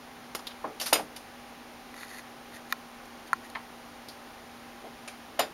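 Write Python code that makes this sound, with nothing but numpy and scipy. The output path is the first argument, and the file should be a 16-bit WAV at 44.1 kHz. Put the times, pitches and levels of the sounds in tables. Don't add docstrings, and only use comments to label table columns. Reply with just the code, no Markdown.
import sys
import numpy as np
from scipy import signal
from scipy.fft import rfft, irfft
from scipy.io import wavfile

SR = 44100
rng = np.random.default_rng(int(sys.argv[2]) if len(sys.argv) > 2 else 0)


def to_wav(s):
    ch = np.atleast_2d(s).T
    pcm = np.round(np.clip(ch, -1, 1) * 32767)
    wavfile.write(sys.argv[1], SR, pcm.astype(np.int16))


N = 243873
TIME = np.arange(N) / SR
TOP_HZ = 15750

# (time [s], level [dB], low edge [Hz], high edge [Hz], contact time [s],
# tail boost [dB], pitch of the struck spot [Hz], boost at that pitch [dB])
TAP_HITS = [ (.348, -33.5, 330, 15500, 0.0056, -7.5, 1080, 5.5),
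            (.389, -45.5, 450, 8000, 0.0066, -15, 1140, 14),
            (.4678, -37.5, 1400, 15500, 0.0072, -6.5, 3600, 16), (.505, -49, 2300, 4000, .016, -6, 3000, 5),
            (0.799, -35, 2000, 14500, 0.0027, 2, 3050, 8), (.813, -32, 450, 14000, 0.00078, 4, 5570, 6),
            (0.849, -51, 1500, 13000, .0066, 8, 4000, -9), (.857, -32, 980, 14200, .02, 18, 4180, 1),
            (1.161, -42.5, 980, 12000, 0.007, -2, 4500, -1),
            (3.5495, -36, 750, 3700, 0.0075, -5, 1990, 14.5),
            (3.551, -39.5, 746, 1280, 0.016, 4, 990, 14.5),
            (4.085, -45, 2400, 14000, 0.0022, 1, 4430, 10.5), (5.0755, -40, 600, 10400, 0.007, -2, 2300, 9)]
# (time [s], level [dB], high edge [Hz], contact time [s])
WING_BEATS = [(0.64, -31.5, 1400, 0.0083), (.956, -30, 3500, 0.0022), (.987, -35, 1210, 0.023),
              (4.835, -44, 835, .017)]
# (time [s], thud level [dB], thud contact time [s], thud pitch [Hz],
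# crack level [dB], rebound level [dB], rebound high edge [Hz])
BODY_SLAMS = [(.926, -22.5, 0.0019, 540, -19, -32.5, 14100), (5.3895, -24, 0.011, 627, -28.5, -27.5, 4420)]
# (pitch [Hz], level [dB], ring time [s])
# a ring time, or t60, is how long a sound takes to fade by 60 dB
PANE_TONES = [(311, -14, .35), (440, -8, .28), (544, -10, .22), (620, -5, .08), (770, -6, .2),
              (1066, -9, .13), (1222, -4, .04), (1793, -9, .1), (2160, -11, .12), (2617, -8, .1),
              (2950, -13, .11), (3655, -10, .16), (4050, -11, .1), (4668, -8, .12), (4972, -3, .14),
              (6786, -4, .13), (7116, -1, .15), (8689, -5, .17), (9170, -9, .12), (9520, 2, .1),
              (10370, -10, .12), (10575, -7, .12), (11305, -9, .11), (12080, -1, .11)]
# (frequency [Hz], level [dB])
WINDOW_SPECTRUM = [(100, 0), (250, 0.5), (500, 1.5), (800, 3), (1000, -1.5), (2000, -3.5), (3000, -3),
                   (5000, -1), (7000, -7.5), (10000, -3), (12500, -5), (16000, -17)]
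# (frequency [Hz], ring time [s])
TAIL_RING_TIMES = [(200, 0.58), (600, 0.17), (1500, 0.21), (4000, 0.17), (10000, 0.26), (16000, 0.13)]
# (time [s], level [dB], high edge of the case's ring [Hz], tick vs. ring [dB])
LEVER_CLICKS = [(1.942, -49, 3000, -7), (1.9647, -51, 3000, -2), (2.0324, -44, 3500, -12),
                (2.1860, -48, 2980, -4), (2.1937, -50, 2980, -8), (2.7248, -31, 15200, -21),
                (2.7262, -31, 2040, -15), (3.055, -60, 12000, 12), (3.3311, -23, 1590, -16.5),
                (3.5, -53, 12000, 12)]
# (start [s], length [s], level [dB])
FINGER_STROKES = [(1.95, 0.098, -47.5), (2.058, 0.14, -47), (2.511, 0.058, -47), (2.687, 0.028, -43),
                  (3.257, 0.024, -49), (3.425, .035, -51)]
# (pitch [Hz], level [dB], ring time [s])
CASE_TONES = [(1072, 3, 0.027), (1384, 8.5, 0.017), (1790, 14.5, 0.0063), (2400, 1, 0.02),
              (3700, 11, 0.0079), (4330, -14, 0.024), (6330, -9, 0.015), (9500, -21, 0.017),
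              (12400, -11, .012), (14070, 9.5, 0.0076), (15450, -11, .012)]
# (pitch [Hz], width [Hz], gain [dB])
LEVER_TONES = [(1914, 140, 23), (4300, 650, 12), (6500, 1100, 9), (9400, 1400, 5), (10600, 1900, 5)]
# (pitch [Hz], level [dB])
HUM_TONES = [(240, -55.5), (268, -75), (765, -62.5), (807, -60)]
# (frequency [Hz], relative level [dB])
HISS_SPECTRUM = [(15, -30), (25, -15.5), (209, -16), (240, -10), (289, -11), (433, -13), (552, -12),
                 (598, -12), (782, -12), (1080, -13), (2560, -19.5), (6550, -28.5), (7910, -32),
                 (9300, -29), (15500, -37)]


def taps():
    out = np.zeros(N)
    for start, db, low_hz, high_hz, contact_s, tail_db, spot_hz, spot_db in TAP_HITS:
        tap = blow(db, low_hz, high_hz, contact_s,
                   glass_db=-16, tail_db=tail_db, spot_hz=spot_hz, spot_db=spot_db)
        add(out, start, tap)
    return out


def wings():
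    out = np.zeros(N)
    for start, db, high_hz, contact_s in WING_BEATS:
        beat = blow(db, low_hz=318, high_hz=high_hz, contact_s=contact_s,
                    glass_db=6, tail_db=10, spot_hz=765, spot_db=3.5)
        add(out, start, beat)
    return out


def slams(crack_after_s=.0032, rebound_after_s=.0138):
    out = np.zeros(N)
    for start, thud_db, contact_s, thud_hz, crack_db, rebound_db, rebound_hz in BODY_SLAMS:
        thud = blow(thud_db, low_hz=390, high_hz=3280, contact_s=contact_s,
                    glass_db=-26, tail_db=-1, spot_hz=thud_hz, spot_db=9.5)
        crack = blow(crack_db, low_hz=730, high_hz=14500, contact_s=0.0032,
                     glass_db=-3, tail_db=-6, spot_hz=2700, spot_db=4.5)
        rebound = blow(rebound_db, low_hz=330, high_hz=rebound_hz, contact_s=0.0032,
                       glass_db=4, tail_db=3.5, spot_hz=754, spot_db=6)
        add(out, start, thud)
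        add(out, start + crack_after_s, crack)
        add(out, start + rebound_after_s, rebound)
    return out


def blow(db, low_hz, high_hz, contact_s, glass_db, tail_db, spot_hz, spot_db):
    t = np.arange(SR // 2) / SR
    build = np.minimum(t / (0.34 * contact_s), 1)
    release = fade(np.maximum(t - contact_s, 0), t60=0.051)
    force = grit(t, per_s=2200, share=0.56) * build * release
    held_ring = ring([(hz, -1.1 * np.log2(hz), 0.033) for hz, _, _ in PANE_TONES], t)
    held_pane = signal.fftconvolve(force, held_ring)[:len(t)]
    crack = unit_attack(colour(force, WINDOW_SPECTRUM)) + gain(-3) * unit_attack(held_pane)
    glass = ring([(hz, level + 2 * rng.standard_normal(), t60) for hz, level, t60 in PANE_TONES], t)
    ringing = gain(tail_db - 1.5) * window_tail(t) + gain(glass_db) * unit_attack(glass)
    hit = unit_attack(crack) + build * ringing
    spot = signal.lfilter(*signal.iirpeak(spot_hz, Q=4.9, fs=SR), hit)
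    hit = hit + (gain(spot_db) - 1) * spot
    hit = butter(hit, high_hz, "low", order=4)
    hit = butter(hit, low_hz, "high")
    thump = gain(-23) * high_hz / TOP_HZ * window_tail(t) * build
    return gain(db) * unit_attack(hit + thump)


def grit(t, per_s, share):
    impacts = (rng.random(len(t)) < per_s / SR) * rng.choice([-1, 1], len(t))
    return np.sqrt(1 - share) * even_noise(len(t)) + np.sqrt(share) * unit(impacts)


def window_tail(t):
    spectrum = rfft(colour(even_noise(len(t)), WINDOW_SPECTRUM))
    octave = np.log2(np.maximum(np.fft.rfftfreq(len(t), 1 / SR), 1))
    out = 0
    for centre in np.arange(12, 30) / 2:
        share = np.maximum(1 - 2 * abs(octave - centre), 0)
        band = irfft(spectrum * share, len(t))
        out = out + band * fade(t, value_at(TAIL_RING_TIMES, 2 ** centre))
    return unit_attack(out)


def lever_clicks(snap_s=.0006, chatter_db=-17):
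    out, t = np.zeros(N), np.arange(SR // 10) / SR
    case = unit_attack(butter(ring(CASE_TONES, t), 930, "high", order=3))
    for start, db, high_hz, tick_db in LEVER_CLICKS:
        snap = np.arange(len(t)) == int(snap_s * SR)
        chatter = gain(chatter_db) * even_noise(len(t)) * (t > snap_s) * fade(t, t60=0.024)
        tick = unit_attack(lever_ring(snap + chatter))
        knock = unit_attack(butter(case, high_hz, "low", order=5))
        add(out, start, gain(db) * unit_attack(knock + gain(tick_db) * tick))
    return out


def lever_rub(slips_per_s=3500, case_db=-6):
    sizes = gain(-4 * np.minimum(rng.exponential(size=N), 4))
    slips = (rng.random(N) < slips_per_s / SR) * rng.standard_normal(N) * sizes
    case = signal.fftconvolve(slips, ring(CASE_TONES, TIME[:SR // 10]))[:N]
    rub = unit(lever_ring(slips)) + gain(case_db) * unit(butter(case, [900, 7000], "band"))
    pressure = sum(gain(db) * finger_pressure(start, length) for start, length, db in FINGER_STROKES)
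    return unit(rub) * pressure


def finger_pressure(start, length, grip_s=0.027, swell_db_per_s=17):
    grip = np.clip((TIME - start) / grip_s, 0, 1)
    past_end = TIME - start - length
    swell = gain(swell_db_per_s * np.minimum(past_end, 0))
    return grip * swell * fade(np.clip(past_end, 0, 1), t60=.07)


def lever_ring(force):
    rung = sum(gain(db) * signal.lfilter(*signal.iirpeak(hz, hz / width, SR), force)
               for hz, width, db in LEVER_TONES)
    return butter(rung, 13000, "low", order=4)


def hum_and_hiss(hiss_db=-48.5, waver_db=0.8, waver_hz=10, slowing_per_s=.003):
    speed = 1 - slowing_per_s * (TIME - TIME.mean())
    motor_time = np.cumsum(speed) / SR
    out = gain(hiss_db) * unit(colour(rng.standard_normal(N), HISS_SPECTRUM))
    for hz, db in HUM_TONES:
        waver = unit(butter(rng.standard_normal(N), waver_hz, "low"))
        tone = np.sqrt(2) * np.sin(2 * np.pi * (hz * motor_time + rng.random()))
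        out = out + gain(db - waver_db * waver) * tone
    return out


def gain(db):
    return 10 ** (np.asarray(db) / 20)


def unit(x):
    return x / np.sqrt(np.mean(x ** 2))


def unit_attack(x):
    return x / np.sqrt(np.mean(x[:SR // 50] ** 2))


def value_at(points, hz):
    frequencies, values = np.transpose(points)
    return np.interp(np.log(np.maximum(hz, 1)), np.log(frequencies), values)


def butter(x, hz, kind, order=2):
    return signal.sosfilt(signal.butter(order, np.minimum(hz, SR / 2 - 1), kind, fs=SR, output="sos"), x)


def colour(x, points):
    frequencies = np.fft.rfftfreq(len(x), 1 / SR)
    return irfft(rfft(x) * gain(value_at(points, frequencies)), len(x))


def fade(t, t60):
    return np.exp(-np.log(1000) * t / t60)


def ring(tones, t):
    return sum(gain(db) * fade(t, t60) * np.cos(2 * np.pi * hz * t) for hz, db, t60 in tones)


def even_noise(size):
    return unit(irfft(np.exp(2j * np.pi * rng.random(size // 2 + 1)), size))


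def add(out, start, x):
    i = int(start * SR)
    out[i:i + len(x)] += x[:N - i]


def scene():
    return (taps() + wings() + slams() + lever_clicks() + lever_rub() + hum_and_hiss())[None]


def record(dry, dip_hz=7930, dip_db=-19):
    dipped = dry
    for _ in range(2):
        notched = signal.lfilter(*signal.iirnotch(dip_hz, Q=8, fs=SR), dipped)
        dipped = notched + gain(dip_db / 2) * (dipped - notched)
    return signal.sosfilt(signal.ellip(10, .2, 70, TOP_HZ, fs=SR, output="sos"), dipped)


dry = scene()
out = record(dry)
to_wav(out)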